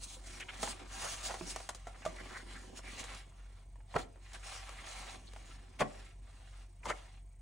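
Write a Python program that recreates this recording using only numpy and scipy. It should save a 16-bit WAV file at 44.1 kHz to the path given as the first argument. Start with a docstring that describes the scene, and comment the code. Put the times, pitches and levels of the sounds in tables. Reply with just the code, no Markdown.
"""A quiet room, a hardcover book leafed through on a table, a small stereo recorder close by.
Far back are a low hum and room rumble; nearby electronics chirr faintly. Up close, hands slide over
the paper as its fibres catch and let go, and dry fingertips rub and tap, ringing the air under the page.
Three times a sheaf of pages flops over and claps the air out of the gap."""
import sys
import numpy as np
from scipy import signal
from scipy.fft import rfft, irfft, next_fast_len
from scipy.io import wavfile
from scipy.ndimage import uniform_filter1d, map_coordinates

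SR = 44100
rng = np.random.default_rng(int(sys.argv[2]) if len(sys.argv) > 2 else 0)


def bounce(signal):
    """Save signal as a 16-bit WAV file at the path given by the first command-line argument."""
    frames = np.transpose(np.atleast_2d(signal))
    limited = np.clip(frames, -1, 1)
    pcm = np.round(limited * 32767).astype(np.int16)
    wavfile.write(sys.argv[1], SR, pcm)


N = 326781

HUM_TONES = [(45.2, -53), (48.4, -62), (91.7, -65)]  # low hum in the room: f/Hz, rms level/dB
RUMBLE_SPECTRUM = [(20, -39), (35, -31), (40, 3), (50, -25.5), (58, 6), (75, -8.5), (105, -6.5),
                   (140, -10.5), (200, -22), (400, -55), (1000, -70)]  # bass of the still room: f/Hz, level/dB
AIR_SPECTRUM = [(100, 17), (400, -11), (580, 6), (700, 28), (770, -20), (840, 22), (1050, -11),
                (2200, 11.5), (4800, -26), (6500, 5.5), (9000, -1), (11000, -6), (15500, 4.5)]  # its faint hiss: f/Hz, level/dB
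ROOM_DECAY = [(150, 0.39), (400, 0.45), (1000, 0.26), (4000, 0.22), (9000, 0.23), (12000, 0.04)]  # reverberation off the walls: f/Hz, t60/s
CHIRR_PIPS = [(8210, -70, .05), (9200, -74, .2)]  # nearby electronics: f/Hz, peak level/dB, offset/cycles

FLEX_SPECTRUM = [(90, -4), (140, 1), (220, 4), (310, 4.5), (450, -1.5), (600, -8.5), (720, -9),
                 (1000, -3.5), (2000, -50)]  # a sheet bending: f/Hz, level/dB
RUSTLE_SPECTRUM = [(350, -10), (600, -3), (720, 5), (880, -1), (1100, -1), (1350, 0.5), (1650, -0.5),
                   (2050, 1.5), (2800, -2.5), (3500, -5.5), (4200, -7), (5000, -17), (8000, -49)]  # the face of the paper: f/Hz, level/dB
EDGE_SPECTRUM = [(1500, -30), (3000, -3), (4200, -3), (5100, -3), (6300, 0.5), (8000, -1.5), (9600, -2),
                 (10500, -4), (11300, -17), (15500, -12)]  # the hiss of its edge: f/Hz, level/dB
SHEAF_SPECTRUM = [(60, -20), (140, -2), (300, -4.5), (450, -4.5), (800, -3), (1300, -6), (1800, -10),
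                  (2400, -20.5), (3500, -71), (5000, -18), (10000, -76)]  # a sheaf landing: f/Hz, level/dB
BOOK_MODES = [(196, 76, -5), (397, 187, -0.5), (622, 310, 5), (1045, 720, 1), (1346, 190, 2),
              (1980, 460, -9.5), (3340, 1000, -17.5)]  # the block of pages and its boards: f/Hz, width/Hz, level/dB

BEND_CURVE = [(0.0, -69), (0.6, -57.5), (1.32, -69), (1.48, -60.5), (1.86, -78), (2.08, -59.5), (2.25, -61),
              (3.14, -62.5), (3.49, -76), (3.9, -75.5), (4.06, -71), (4.48, -77), (5.18, -63), (5.63, -70),
              (5.94, -64.5), (6.15, -72.5), (7.08, -77), (7.41, -80)]  # low flutter of the bending sheets: t/s, level/dB
# a hand or page gliding over paper: t/s, length/s, rustle level/dB, hiss over rustle/dB, swell/dB
PAPER_SLIDES = [(0.035, 0.19, -75, 12.5, 1), (0.24, 0.17, -60, 4.5, -1.5), (0.51, 0.36, -56, -7.5, -7),
                (0.903, 0.44, -51, 0, -0.5), (1.34, 0.34, -58.5, 2.5, -2), (1.69, 0.43, -64.5, -4.5, 5),
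                (2.116, 0.3, -57.5, -4, 6), (2.488, 0.22, -61.5, -3, -15.5), (2.842, 0.38, -54.5, -3, -2),
                (3.36, 0.28, -71, -5.5, -1.5), (3.89, 0.14, -57, -4, 10), (4.221, 0.38, -64, -2, 0),
                (4.439, 0.18, -52, 0, -1.5), (4.588, 0.3, -55, -5, -1.5), (4.849, 0.32, -52.5, -2.5, -2),
                (5.242, 0.32, -64.5, -4, 12.5), (5.572, 0.22, -70.5, -8, -11), (5.868, 0.25, -62, -5, -3.5),
                (6.233, 0.42, -67.5, -3.5, 6), (6.928, 0.28, -65, -5.5, -12)]
# a page edge whisking past: peak t/s, swell/s, rustle level/dB, hiss over rustle/dB
EDGE_SWISHES = [(0.038, 0.02, -62.5, 15), (0.143, 0.07, -63.5, 12.5), (.628, 0.02, -56, 11),
                (.705, 0.063, -48.5, 6.5), (1.053, .035, -50.5, 7), (1.14, 0.091, -60.5, 15.5),
                (1.266, 0.023, -51, 11.5), (1.51, 0.03, -56, 12), (2.776, 0.013, -56, 6),
                (3, 0.013, -52.5, 6.5), (3.987, 0.0052, -49, -0.5), (4.351, 0.0069, -54, -1),
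                (5.801, 0.0056, -44, -0.5), (6.889, 0.0092, -43, -6)]
# dry fingertips dragging on the page: t/s, length/s, level/dB, centre f/Hz, nominal width/Hz
FINGER_RUBS = [(.397, 0.043, -46, 2320, 1400), (0.484, 0.026, -44.5, 2240, 1720),
               (0.534, 0.012, -53, 2000, 1800), (1.038, 0.042, -45.5, 1000, 900),
               (1.461, 0.062, -52.5, 5760, 350), (1.939, .03, -58, 1580, 1800),
               (2.019, 0.034, -58, 2070, 1210), (2.183, 0.032, -51.5, 1860, 800),
               (2.285, 0.15, -54.5, 1740, 696), (2.349, 0.03, -46.5, 1600, 800),
               (2.542, 0.048, -54, 1740, 710), (2.857, 0.057, -52.5, 2150, 597),
               (3.073, 0.093, -52.5, 1580, 1670), (4.012, 0.023, -59, 3900, 900),
               (5.269, 0.025, -60.5, 3930, 1200), (5.792, 0.016, -47, 2340, 1200),
               (6.83, .011, -54.5, 2200, 800), (6.902, 0.028, -43.5, 1840, 600)]
# fingers, cover and page edges striking the book:
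# t/s, ring level/dB, air pocket f/Hz, slap level/dB, crack level/dB, scatter t60/s
BOOK_TAPS = [(.168, -51.5, 530, -68, -75, .03), (.399, -58, 700, -56.5, -46.5, 0.11),
             (.629, -37, 660, -32.5, -34, 0.078), (.674, -43, 874, -39, -50, 0.069),
             (1.296, -41, 790, -42.5, -50, 0.16), (1.307, -40, 710, -41.5, -47, .09),
             (1.341, -38, 896, -42.5, -46.5, 0.13), (1.410, -37, 345, -44, -61, 0.047),
             (1.423, -42, 179.4, -65, -70, .04), (1.561, -44.5, 725, -36.5, -38, 0.04),
             (1.601, -71, 650, -44, -49, 0.035), (1.69, -41.5, 726, -36, -36, 0.054),
             (1.747, -52, 1220, -54, -46, 0.08), (1.870, -36, 718, -49.5, -54, 0.13),
             (2.02, -64, 900, -49, -57, 0.018), (2.051, -36, 770, -40.5, -43.5, 0.094),
             (2.0621, -25, 632, -44, -49, 0.04), (2.075, -48.5, 174, -49, -55, 0.043),
             (2.162, -52, 600, -55, -51, .026), (2.256, -50, 590, -47, -55, 0.036),
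             (2.790, -51, 767, -46.5, -73, 0.035), (3.040, -51, 484, -47.5, -43, .04),
             (3.147, -45, 1230, -54, -44.5, 0.027), (3.322, -61, 1340, -65, -81, .026),
             (3.757, -55.5, 950, -62.5, -73.5, 0.042), (3.804, -56, 865, -63.5, -85, 0.056),
             (3.941, -38, 980, -41, -76, .03), (3.9617, -25.5, 1350, -41, -48, 0.02),
             (3.9642, -29.5, 417, -26, -42, 0.012), (3.9675, -31, 704, -33, -59, 0.02),
             (4.157, -61, 600, -59.5, -78, 0.12), (4.332, -58, 790, -54, -46, 0.043),
             (4.692, -43, 1290, -46, -44.5, 0.02), (5.335, -59, 434, -47.5, -48.5, 0.014),
             (5.362, -44, 755, -47.5, -57, 0.033), (5.806, -27, 633, -27, -43, 0.053),
             (5.8155, -25.5, 590, -27, -50, 0.036), (5.820, -38.5, 144.4, -29, -59, .036),
             (5.825, -37.5, 218, -36, -63, .04), (6.8555, -34.5, 1114, -43, -42.5, 0.018),
             (6.866, -41, 890, -39.5, -58, 0.061), (6.9, -29.5, 1090, -48, -40, 0.028),
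             (6.909, -31, 604, -48, -50, 0.078), (6.974, -68, 796, -70, -54, 0.025)]
# a sheaf flopping over: clap t/s, lead of its free edge/s, swell/s, level/dB, base air pocket f/Hz,
# hiss level/dB, pitch ratio (higher for a thin sheaf), settling t60/s
SHEAF_FALLS = [(3.964, 0.0076, 0.0051, -27, 870, -52.5, 0.88, 0.21),
               (5.821, .011, 0.0036, -28, 640, -42, 0.95, 0.22),
               (6.909, .046, .011, -32.5, 1200, -48.5, 1.42, 0.1)]

BLOW_PAN = [(.6, 1.5), (1.41, -1), (1.69, 1.5), (2.06, -1), (3.96, -0.5), (5.81, 2), (6.9, 1.5)]  # where on the book the blows fall: t/s, left over right/dB
BASS_LEAN = [(70, 0.5), (150, -0.5), (320, -5), (600, -3), (1000, 0)]  # the book's low tones favour the right microphone: f/Hz, left over right/dB
SIDE_SPECTRUM = [(60, -33), (120, -10.5), (300, -6), (700, -1.5), (1400, -11), (3000, -6), (5000, 0),
                 (6500, -17), (9500, -1), (12000, -75)]  # stereo width at the microphones: f/Hz, side over mid/dB
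MIC_PHASE = [(5500, 0), (6500, -.2), (8000, -.9), (10000, -2.1), (11500, -3.05), (13800, -3.22),
             (14600, -3.65), (15500, -4.1)]  # treble phase between the microphones: f/Hz, lead of the left/rad


def amp(db):
    """Decibels to gain."""
    return 10 ** (np.asarray(db) / 20)


def unit(x):
    """Scaled to rms 1."""
    return x / np.sqrt(np.mean(x ** 2) + 1e-20)


def along(points, hz):
    """(f/Hz, value) points read on a log axis."""
    f, v = np.transpose(points)
    return np.interp(np.log(hz + 1), np.log(f + 1), v)


def wobble(rate):
    """A smooth random curve with rate knots a second."""
    coarse = np.arange(0, N + 32, 32)
    curve = map_coordinates(rng.standard_normal(int(N * rate / SR) + 4), [coarse * rate / SR])
    return np.interp(np.arange(N), coarse, curve)


def filtered(x, response):
    """x through a complex frequency response."""
    n = x.shape[-1]
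    m = next_fast_len(n + 4096)
    return irfft(rfft(x, m) * response(np.fft.rfftfreq(m, 1 / SR)), m)[..., :n]


def coloured(x, spectrum):
    """x shaped by (f/Hz, level/dB) points, at rms 1."""
    return unit(filtered(x, lambda hz: amp(along(spectrum, hz))))


def resonance(f, hz, width):
    """Response of one damped mode."""
    return 1j * f * width / (hz * hz - f * f + 1j * f * width)


def ramp(u):
    """A soft step from 0 to 1 with exponential ends."""
    return .5 + .5 * np.tanh(u / 2)


def grains(shape, rate, spread_db):
    """Fibres catching and letting go: random impulses of uneven size, at rms 1."""
    chance, size = rng.random(shape), rng.standard_normal(shape)
    return unit((chance < rate / SR) * np.sign(rng.standard_normal(shape)) * amp(spread_db * size))


def burst(noise, envelope):
    """Noise under an envelope, carrying the envelope's energy."""
    x = noise * envelope
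    return x * np.linalg.norm(envelope) / np.linalg.norm(x, axis=-1, keepdims=True)


def add(track, start, sound):
    """Mix a sound in from start seconds."""
    part = track[:, max(round(start * SR), 0):][:, :sound.shape[-1]]
    part += sound[..., :part.shape[1]]


def stereo(pair):
    """The first signal comes straight to both microphones; the second scatters off table and pages."""
    side = filtered(pair[1], lambda hz: amp(along(SIDE_SPECTRUM, hz)))
    return np.array([pair[0] + side, pair[0] - side])


def room_tone(rumble_db=-63.5, air_db=-76.0):
    """Far back: a slowly beating low hum in the centre, over room rumble and faint hiss."""
    phase = 2 * np.pi * np.arange(N) / SR
    hum = sum(amp(db) * unit(np.sin(hz * phase + 0.78 * wobble(3.9))) for hz, db in HUM_TONES)
    rumble = amp(rumble_db) * coloured(rng.standard_normal((2, N)), RUMBLE_SPECTRUM)
    air = amp(air_db) * coloured(rng.standard_normal((2, N)), AIR_SPECTRUM)
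    return hum + stereo(rumble + air)


def wall_reverb(x):
    """The walls answer 5 ms after the direct sound, longest in the bass."""
    hz, t, noise = signal.stft(rng.standard_normal((2, SR // 2)), SR, nperseg=256)
    tail = signal.istft(noise * amp(-60 * t / along(ROOM_DECAY, hz)[:, None]), SR, nperseg=256)[1]
    tail = np.pad(tail / np.linalg.norm(tail[0]), ((0, 0), (SR // 200, 0)))
    return signal.fftconvolve(x[None], tail, axes=1)[:, :N]


def chirr(rate_hz=30, width_cycles=0.17):
    """Electronics near the microphones give two faint high pips in every cycle."""
    out, t = np.zeros(N), np.arange(N) / SR
    for hz, db, offset in CHIRR_PIPS:
        from_peak = (rate_hz * t + offset + .5) % 1 - .5
        pips = np.exp(-(from_peak / width_cycles) ** 2)
        out += amp(db + wobble(6.4)) * pips * np.sin(2 * np.pi * hz * t + wobble(55))
    return out


def table_echoes(x, count=10, echo_db=-17):
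    """Close by, table, hands and raised pages return weak early copies that comb the sound."""
    delays = np.linspace(.002, .018, count) * rng.uniform(.8, 1.2, count)
    echoes = np.zeros(SR // 40)
    echoes[(delays * SR).astype(int)] = amp(echo_db) * rng.choice([-1, 1], count)
    echoes[0] = 1
    return signal.fftconvolve(x, echoes[None] / np.linalg.norm(echoes), axes=1)[:, :N]


def shifting_resonances(x, depth_db=2.03):
    """The bending sheet shifts its resonances: broad patches of gain drift over time and frequency."""
    spectra = signal.stft(x, nperseg=512)[2]
    patches = uniform_filter1d(rng.standard_normal(spectra.shape[1:]), size=5, axis=0)
    patches = uniform_filter1d(patches, size=16, axis=1)
    return signal.istft(spectra * amp(depth_db * unit(patches)), nperseg=512)[1][:, :N]


def friction(spectrum, rate, spread_db, flutter_db):
    """Fine grains on a smooth rush; the contact pressure flutters."""
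    catches = grains((2, N), rate, spread_db) + rng.standard_normal((2, N))
    pressure = amp(flutter_db * wobble(90))
    return pressure * coloured(shifting_resonances(catches), spectrum)


def strokes(t, ease_s=0.014, swish_bend_db=-7):
    """Each slide and swish as (speed, rustle level/dB, hiss over rustle/dB, share of bending)."""
    for start, length, db, bright_db, swell_db in PAPER_SLIDES:
        held = ramp((t - start) / ease_s) * ramp((start + length - t) / ease_s)
        from_middle = np.clip((t - start) / length - .5, -.5, .5)
        yield held * amp(swell_db * from_middle), db, bright_db, 0
    for peak, swell, db, bright_db in EDGE_SWISHES:
        width = np.where(t < peak, swell, ease_s)
        yield np.exp(-.5 * ((t - peak) / width) ** 2), db, bright_db, amp(swish_bend_db)


def sliding_paper(hiss_growth=1.25):
    """The sheet flexes low, rustles in the mids and hisses at its edges; faster strokes are brighter."""
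    t = np.arange(0, N, 32) / SR
    chafe_db = np.array([[0], [-4.5], [-5]])  # flex, rustle, hiss: bending sheets always chafe a little
    power = amp(np.interp(t, *np.transpose(BEND_CURVE)) + chafe_db) ** 2
    for speed, db, bright_db, bending in strokes(t):
        drive = np.array([bending * speed, speed, amp(bright_db) * speed ** hiss_growth])
        power += (amp(db) * drive) ** 2
    bend, rub, edge = [np.interp(np.arange(N) / SR, t, np.sqrt(p)) for p in power]
    flex = bend * friction(FLEX_SPECTRUM, rate=460, spread_db=2.0, flutter_db=3.36)
    rustle = rub * friction(RUSTLE_SPECTRUM, rate=2500, spread_db=3.5, flutter_db=1.95)
    hiss = edge * friction(EDGE_SPECTRUM, rate=5500, spread_db=3.5, flutter_db=1.64)
    return flex + rustle + hiss


def finger_rubs():
    """Dry skin sticks and slips on the paper, driving one broad band."""
    out, t = np.zeros((2, N)), np.arange(SR // 5) / SR
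    for start, length, db, hz, width in FINGER_RUBS:
        progress = t / length
        arch = np.sqrt(np.clip(4 * progress * (1 - progress), 0, None))
        band = lambda f: 1 / (1 + ((f - hz) / (.7 * width)) ** 4)
        slips = filtered(grains((2, len(t)), rate=6000, spread_db=2), band)
        add(out, start, amp(db) * burst(slips, arch))
    return out


def book_body(f):
    """The block of pages and its boards respond in broad modes of alternating sign."""
    return sum((-1) ** k * amp(db) * resonance(f, hz, width)
               for k, (hz, width, db) in enumerate(BOOK_MODES))


def taps(attack_s=0.00019, ring_t60_cycles=31, overtone_ratio=1.87, overtone_db=-8):
    """A blow rings the air under the page; tiny contacts slap the block and crack at the edge."""
    out, t = np.zeros((2, N)), np.arange(SR // 6) / SR
    onset = 1 - np.exp(-t / attack_s)
    for start, ring_db, hz, slap_db, crack_db, scatter_t60 in BOOK_TAPS:
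        phase = 2 * np.pi * hz * t
        pocket = np.sin(phase) + amp(overtone_db) * np.sin(overtone_ratio * phase)
        ring = pocket * amp(-60 * t * hz / ring_t60_cycles) * onset
        contacts = grains((2, len(t)), rate=5000, spread_db=5)
        dying = amp(-60 * t / scatter_t60) * onset
        slap = burst(filtered(contacts, book_body), dying)
        crack = burst(coloured(contacts, EDGE_SPECTRUM), dying)
        add(out, start, amp(slap_db + 0.5) * slap + amp(crack_db - 1) * crack)
        # the ring reaches both microphones and the walls, without side scatter
        add(out[:1], start, amp(ring_db + 0.05) * ring)
    return out


def falling_sheaves(clap_t60=0.044, pocket_gain=1.5, pocket_width_hz=350, run_up_s=0.05):
    """The free edge brushes down with a hiss, the sheaf claps the air out of the gap, the pages settle."""
    out, t = np.zeros((2, N)), np.arange(SR // 4) / SR - run_up_s
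    for clap_s, edge_lead, swell, db, hz, hiss_db, thinness, settle_t60 in SHEAF_FALLS:
        envelope = lambda t60: np.exp(np.minimum(t, 0) / swell) * amp(-60 * np.maximum(t, 0) / t60)
        hiss = burst(coloured(rng.standard_normal((2, len(t))), EDGE_SPECTRUM), envelope(clap_t60))
        add(out, clap_s - edge_lead - run_up_s, amp(hiss_db) * hiss)
        touch = (-edge_lead, clap_t60, -7.5, 0.74)
        clap = (0, clap_t60, 0, 0.98)
        settle = (.025, settle_t60, -19.5, 0.4)
        for delay, t60, stage_db, pitch in (touch, clap, settle):
            sheaf = lambda f: amp(along(SHEAF_SPECTRUM, f / (thinness * pitch)))
            pocket = lambda f: 1 + pocket_gain * resonance(f, hz * pitch, pocket_width_hz)
            contacts = grains((2, len(t)), rate=3000, spread_db=1.5)
            puff = burst(filtered(contacts, lambda f: sheaf(f) * pocket(f)), envelope(t60))
            add(out, clap_s + delay - run_up_s, amp(db + stage_db) * puff)
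    return out


def scene():
    """Up close, blows move about the book and sliding fills the middle; the room is behind."""
    sides = np.array([[.5], [-.5]])
    blows = taps() + falling_sheaves()
    paper = table_echoes(sliding_paper()) + finger_rubs()
    pan_db = np.interp(np.arange(N) / SR, *np.transpose(BLOW_PAN))
    narrow_blows = stereo(blows * amp([[0], [-4]]))
    book = narrow_blows * amp(sides * pan_db) + stereo(paper)
    book = filtered(book, lambda hz: amp(sides * along(BASS_LEAN, hz)))
    walls = wall_reverb(amp(-14) * blows[0] + amp(-34.5) * paper[0])
    return book + walls + room_tone() + chirr()


def record(dry):
    """The two microphones fall out of phase in the treble; nothing is kept above the band limit."""
    top_hz = 15850
    turn = lambda hz: np.exp(1j * along(MIC_PHASE, hz) * np.array([[.5], [-.5]]))
    return filtered(dry, lambda hz: turn(hz) * (hz < top_hz))


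dry = scene()
out = record(dry)
bounce(out)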